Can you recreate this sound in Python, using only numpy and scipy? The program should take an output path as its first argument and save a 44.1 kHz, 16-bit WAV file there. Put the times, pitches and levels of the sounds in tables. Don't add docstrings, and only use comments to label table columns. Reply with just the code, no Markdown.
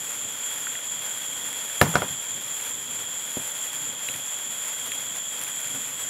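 import sys
import numpy as np
from scipy import signal
from scipy.fft import rfft, irfft, next_fast_len
from scipy.io import wavfile

SR = 44100
rng = np.random.default_rng(int(sys.argv[2]) if len(sys.argv) > 2 else 0)


def persist_wave(psi):
    counts = np.round(np.clip(psi, -1, 1) * 32767).astype(np.int16)
    wavfile.write(sys.argv[1], SR, np.atleast_2d(counts).T)


N = 268569
TIME = np.arange(N) / SR

# [t/s, relative level/dB]
BURN_VIGOUR = [(0, 0.6), (.42, -0.6), (.5, 1.8), (.98, -1.5), (1.12, 0.5), (1.7, 0.2), (1.9, 3),
               (2.2, -1.5), (2.62, 1), (3.08, -1.5), (3.36, 1.8), (3.99, -1.5), (4.07, 1.5), (4.34, -0.3),
               (4.95, 0.7), (5.04, -0.5), (5.6, 1.4), (6.09, .5)]
# [f/Hz, relative density/dB]
FIZZ_SPECTRUM = [(2500, -4), (4500, -29.5), (6000, -8), (8200, -4.5), (9500, 0.5), (10800, 1.5),
                 (12500, -2.5), (14000, -7), (15700, -13.5)]
# [f/Hz, relative density/dB]
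RUSH_SPECTRUM = [(300, -9), (560, 0), (750, 0.5), (1100, 0.5), (1600, 2), (2200, 0), (2700, -1),
                 (3700, -4.5), (4700, -7.5), (7000, -11)]
# [t/s, tick level/dB, tick f/Hz, snap level/dB]
SPARK_POPS = [(0.6691, -20, 1450, -45), (.7533, -24, 1900, -38), (0.7888, -24, 1390, -34),
              (1.5290, -30, 2130, -14), (1.6986, -27, 1790, -34), (4.0868, -17, 2580, -33),
              (4.1400, -21, 2330, -25), (4.9190, -17.5, 2570, -15), (5.4152, -29, 1800, -12.5),
              (5.4366, -35, 1800, -12)]
# [t/s, board level/dB, contact cut-off f/Hz, bass weight/dB, object f/Hz, object level/dB, crack level/dB]
DECK_KNOCKS = [(1.814, 1.5, 6000, 2.5, 1750, -1.5, -8.5), (1.8265, -9, 3000, 10, 1000, -24, -29),
               (1.857, -19, 3000, 11, 1500, -22, -34), (1.94, -19, 2500, 5, 1400, -31, -43),
               (1.9554, -3, 3200, -23, 1463, -4.5, -14), (1.9680, -12, 3000, -14, 1500, -25, -27),
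               (2.0201, -11, 1790, -7, 1410, -17.5, -27), (2.101, -24, 160, 7, 900, -50, -60),
               (3.370, -15, 503, -16, 250, -20, -34), (4.0880, -27, 900, -11, 3950, -32, -52),
               (4.147, -29, 397, 4, 900, -50, -60), (5.7420, -34, 497, 4, 1200, -45, -60)]
# [f/Hz, relative level/dB, 60 dB decay time/s]
BOARD_MODES = [(103.5, -25.5, 0.21), (118.6, -23, 0.2), (144, -15.5, 0.15), (162, -25, 0.29),
               (241, -25.5, 0.11), (276, -20, 0.19), (390, -16.5, 0.083), (516, -15, 0.083),
               (594, -10.5, 0.056), (710, -9.5, 0.042), (792, -11.5, 0.033), (981, -15.5, 0.068),
               (1313, -4, 0.015), (1410, -11, 0.024), (2120, -7, 0.012), (2370, -23.5, 0.051),
               (2670, -10.5, 0.013), (4120, -20, 0.0089), (4430, -27, 0.0042), (6170, -23, 0.013)]
# [f/Hz, relative density/dB]
TAIL_SPECTRUM = [(60, -12), (90, 0), (170, 14.5), (300, 0), (600, 1.5), (1500, -0.5), (2500, -12),
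                 (5000, -45), (12000, -31)]
# [t/s, rate/beats per s]
INSECT_TEMPO = [(0, 4.7), (1.5, 4.75), (2.2, 5.1), (2.9, 4.55), (4.45, 4.55), (4.8, 3.2), (5.15, 4.35),
                (6.09, 4.35)]
# [t/s, swing level/dB]
CHORUS_THROB = [(0, 0.5), (.4, 2), (1.1, .6), (1.6, -1.2), (2.5, 2), (3.3, 0.3), (4.05, 2.5), (4.7, -0.5),
                (6.09, -0.8)]
# [t/s, level/dB]
CHIRP_LEVEL = [(0, -45), (1.1, -46), (2.0, -48), (2.7, -46), (3.3, -45), (4.7, -49), (5.4, -42.5),
               (6.09, -41)]
# [t/s, level/dB]
TRILL_LEVEL = [(0, -43), (.3, -39), (2.1, -38), (2.8, -39.5), (3.8, -40), (4.9, -38), (6.09, -40)]
# [f/Hz, relative density/dB]
RUMBLE_SPECTRUM = [(25, -3), (50, -11), (80, -12), (110, -3), (150, -0.5), (200, -4), (270, 0.5),
                   (350, -10.5), (500, -3), (900, -42)]

FIZZ_DB, FIZZ_FOLLOWS = -41, 1.4
RUSH_DB, RUSH_FOLLOWS = -42.5, 0.49
DECK_ECHO_S = .00195
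SNAP_HZ = 10500
SMALL_POP_DB, SMALL_POP_HZ, SMALL_SNAP_DB = -32, 2080, -31
CHORUS_DB, CHORUS_FIRST_BEAT_S = -33, 0.04
CHIRP_FIRST_BEAT_S, CHIRP_WIDTH_BEATS = .075, 0.22
DUCK_ABOVE_DB, DUCK_SHARE = -9.5, .3
DUCK_ATTACK_S, DUCK_RELEASE_DB_PER_S = 0.013, 59
MIC_LOW_HZ, CUTOFF_HZ = 58, 15650


def from_db(db):
    return 10 ** (np.asarray(db) / 20)


def rms_one(x):
    return x / np.sqrt(np.mean(x ** 2) + 1e-20)


def in_time(rows):
    s, values = np.transpose(rows)
    return np.interp(TIME, s, values)


def drift(rate):
    knots = rng.standard_normal(4096)
    return rms_one(np.interp(TIME * rate, np.arange(len(knots)), knots))


def colour(x, spectrum):
    hz, db = np.transpose(spectrum)
    size = next_fast_len(len(x))
    f = np.maximum(np.fft.rfftfreq(size, 1 / SR), 1)
    skirts = np.minimum(f / hz[0], 1) ** 2 * np.minimum(hz[-1] / f, 1) ** 2
    gain = skirts * from_db(np.interp(np.log(f), np.log(hz), db))
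    return rms_one(irfft(rfft(x, size) * gain, size)[:len(x)])


def resonate(x, hz, width_hz):
    r = np.exp(-np.pi * width_hz / SR)
    zeros = [(1 - r * r) / 2, 0, (r * r - 1) / 2]
    poles = [1, -2 * r * np.cos(2 * np.pi * hz / SR), r * r]
    return signal.lfilter(zeros, poles, x + 1e-18)


def soften(x, cut_hz):
    return signal.sosfilt(signal.butter(2, min(cut_hz, SR / 2 - 1), fs=SR, output="sos"), x)


def tone(hz, t):
    return np.sin(2 * np.pi * hz * t)


def dying(t, t60):
    return np.exp(-np.log(1000) * t / t60)


def add(out, s, sound):
    at = round(s * SR)
    out[at:at + len(sound)] += sound[:N - at]


def sparkler():
    vigour_db = in_time(BURN_VIGOUR)
    flare_db = 0.98 * drift(45) + .5 * drift(12)
    grains = crackle(per_s=4200, spread_db=3.8)
    fizz = colour(.56 * grains + .83 * rng.standard_normal(N), FIZZ_SPECTRUM)
    rush = colour(from_db(-9) * grains + rng.standard_normal(N), RUSH_SPECTRUM)
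    echo = soften(np.roll(rush, round(DECK_ECHO_S * SR)), cut_hz=2100)
    rush = rush + 0.12 * echo
    fizz_gain = from_db(FIZZ_DB + FIZZ_FOLLOWS * vigour_db)
    rush_gain = from_db(RUSH_DB + RUSH_FOLLOWS * vigour_db)
    return from_db(flare_db) * (fizz_gain * fizz + rush_gain * rush)


def crackle(per_s, spread_db):
    sizes = from_db(spread_db * np.minimum(rng.exponential(1, N), 6))
    signs = rng.choice([-1, 1], N)
    return rms_one(sizes * signs * (rng.random(N) < per_s / SR))


def pops():
    out, t = np.zeros(N), TIME[:SR // 20]
    for s, db, hz, snap_db in list(SPARK_POPS) + small_pops(count=10, spread_db=7):
        puff = resonate(rng.standard_normal(len(t)), hz, width_hz=1200)
        puff = rms_one(resonate(puff, hz, width_hz=1200)) * dying(t, t60=.025)
        two_tones = tone(hz, t) - 0.58 * tone(1.52 * hz, t)
        tick = two_tones * (1 - np.exp(-hz * t)) * dying(t, t60=0.011)
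        snap = tone(SNAP_HZ, t) * dying(t, t60=0.0012)
        body = soften(tick + 0.4 * puff, cut_hz=3200)
        add(out, s, from_db(db) * body + from_db(snap_db) * snap)
    return out


def small_pops(count, spread_db):
    rows = []
    for when, size, pitch, snap in rng.random((count, 4)):
        tick_db = SMALL_POP_DB + spread_db * (size - .5)
        tick_hz = SMALL_POP_HZ * 2 ** (pitch - .5)
        snap_db = SMALL_SNAP_DB + spread_db * (snap - .5)
        rows.append((when * TIME[-1], tick_db, tick_hz, snap_db))
    return rows


def knocks():
    out, t = np.zeros(N), TIME[:SR // 2]
    for s, board_db, cut_hz, bass_db, ring_hz, ring_db, crack_db in DECK_KNOCKS:
        boards = np.zeros(len(t))
        for hz, db, t60 in BOARD_MODES:
            weight_db = bass_db / (1 + (hz / 200) ** 2)
            swell = 1 - np.exp(-3 * hz * t)
            boards += from_db(db + weight_db) * swell * tone(hz, t) * dying(t, t60)
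        tail = from_db(-18.5) * colour(rng.standard_normal(len(t)), TAIL_SPECTRUM) * dying(t, t60=0.26)
        deck = soften(boards + tail, cut_hz)
        ring = tone(ring_hz, t) * dying(t, t60=0.022)
        crack_decay = dying(t, t60=0.0076) + 0.25 * dying(t, t60=0.2)
        crack = rng.standard_normal(len(t)) * crack_decay
        crack = soften(crack, cut_hz=2.4 * cut_hz)
        add(out, s, from_db(board_db) * deck + from_db(ring_db) * ring + from_db(crack_db) * crack)
    return out


def insects():
    trill = from_db(-7.5) * wing(hz=3328, strokes_per_s=72.9, wander_hz=34.9, sweep_hz=160)
    trill += from_db(-3.5) * resonant_wings(hz=3278, width_hz=297, order=2)
    chorus = from_db(-10.5) * wing(hz=7246, strokes_per_s=120, wander_hz=60.44, sweep_hz=254)
    chorus += from_db(-0.5) * resonant_wings(hz=7182, width_hz=1090, order=5)
    throb_db = in_time(CHORUS_THROB) * np.cos(2 * np.pi * off_beat(CHORUS_FIRST_BEAT_S))
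    chorus_db = CHORUS_DB + throb_db + 0.71 * drift(18)
    chirps = np.exp(-(off_beat(CHIRP_FIRST_BEAT_S) / CHIRP_WIDTH_BEATS) ** 2)
    chirper = chirps * resonant_wings(hz=7770, width_hz=100, order=3)
    background = from_db(in_time(TRILL_LEVEL)) * trill + from_db(chorus_db) * chorus
    return background + from_db(in_time(CHIRP_LEVEL)) * chirper


def wing(hz, strokes_per_s, wander_hz, sweep_hz):
    turns = np.cumsum(strokes_per_s * (1 + .012 * drift(6))) / SR + rng.random()
    stroke, part = turns.astype(int) % 2048, turns % 1
    start = rng.random(2048)[stroke]
    pitch = hz + wander_hz * drift(60) + sweep_hz * (.5 - part)
    cycles = np.cumsum(pitch) / SR + start
    return rms_one(np.sin(np.pi * part) ** 2 * np.sin(2 * np.pi * cycles))


def resonant_wings(hz, width_hz, order):
    x = rng.standard_normal(N)
    for _ in range(order):
        x = resonate(x, hz, width_hz)
    return rms_one(x)


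def off_beat(first_beat_s):
    per_s = in_time(INSECT_TEMPO)
    beats = np.cumsum(per_s) / SR - first_beat_s * per_s[0]
    return (beats + .5) % 1 - .5


def night_air():
    return from_db(-53.5 + 1.9 * drift(8)) * colour(rng.standard_normal(N), RUMBLE_SPECTRUM)


def scene():
    return (sparkler() + pops() + knocks() + insects() + night_air())[None]


def gain_control(x):
    over_db = DUCK_SHARE * np.maximum(20 * np.log10(np.abs(x) + 1e-9) - DUCK_ABOVE_DB, 0)
    release_db = DUCK_RELEASE_DB_PER_S * TIME
    held_db = np.maximum.accumulate(over_db + release_db, axis=-1) - release_db
    r = np.exp(-1 / (DUCK_ATTACK_S * SR))
    return x * from_db(-signal.lfilter([1 - r], [1, -r], held_db))


def record(dry):
    clipped = np.clip(gain_control(dry), -.9, .9)
    thin = signal.sosfilt(signal.butter(3, MIC_LOW_HZ, "high", fs=SR, output="sos"), clipped)
    return signal.sosfilt(signal.ellip(12, .1, 90, CUTOFF_HZ, fs=SR, output="sos"), thin)


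dry = scene()
out = record(dry)
persist_wave(out)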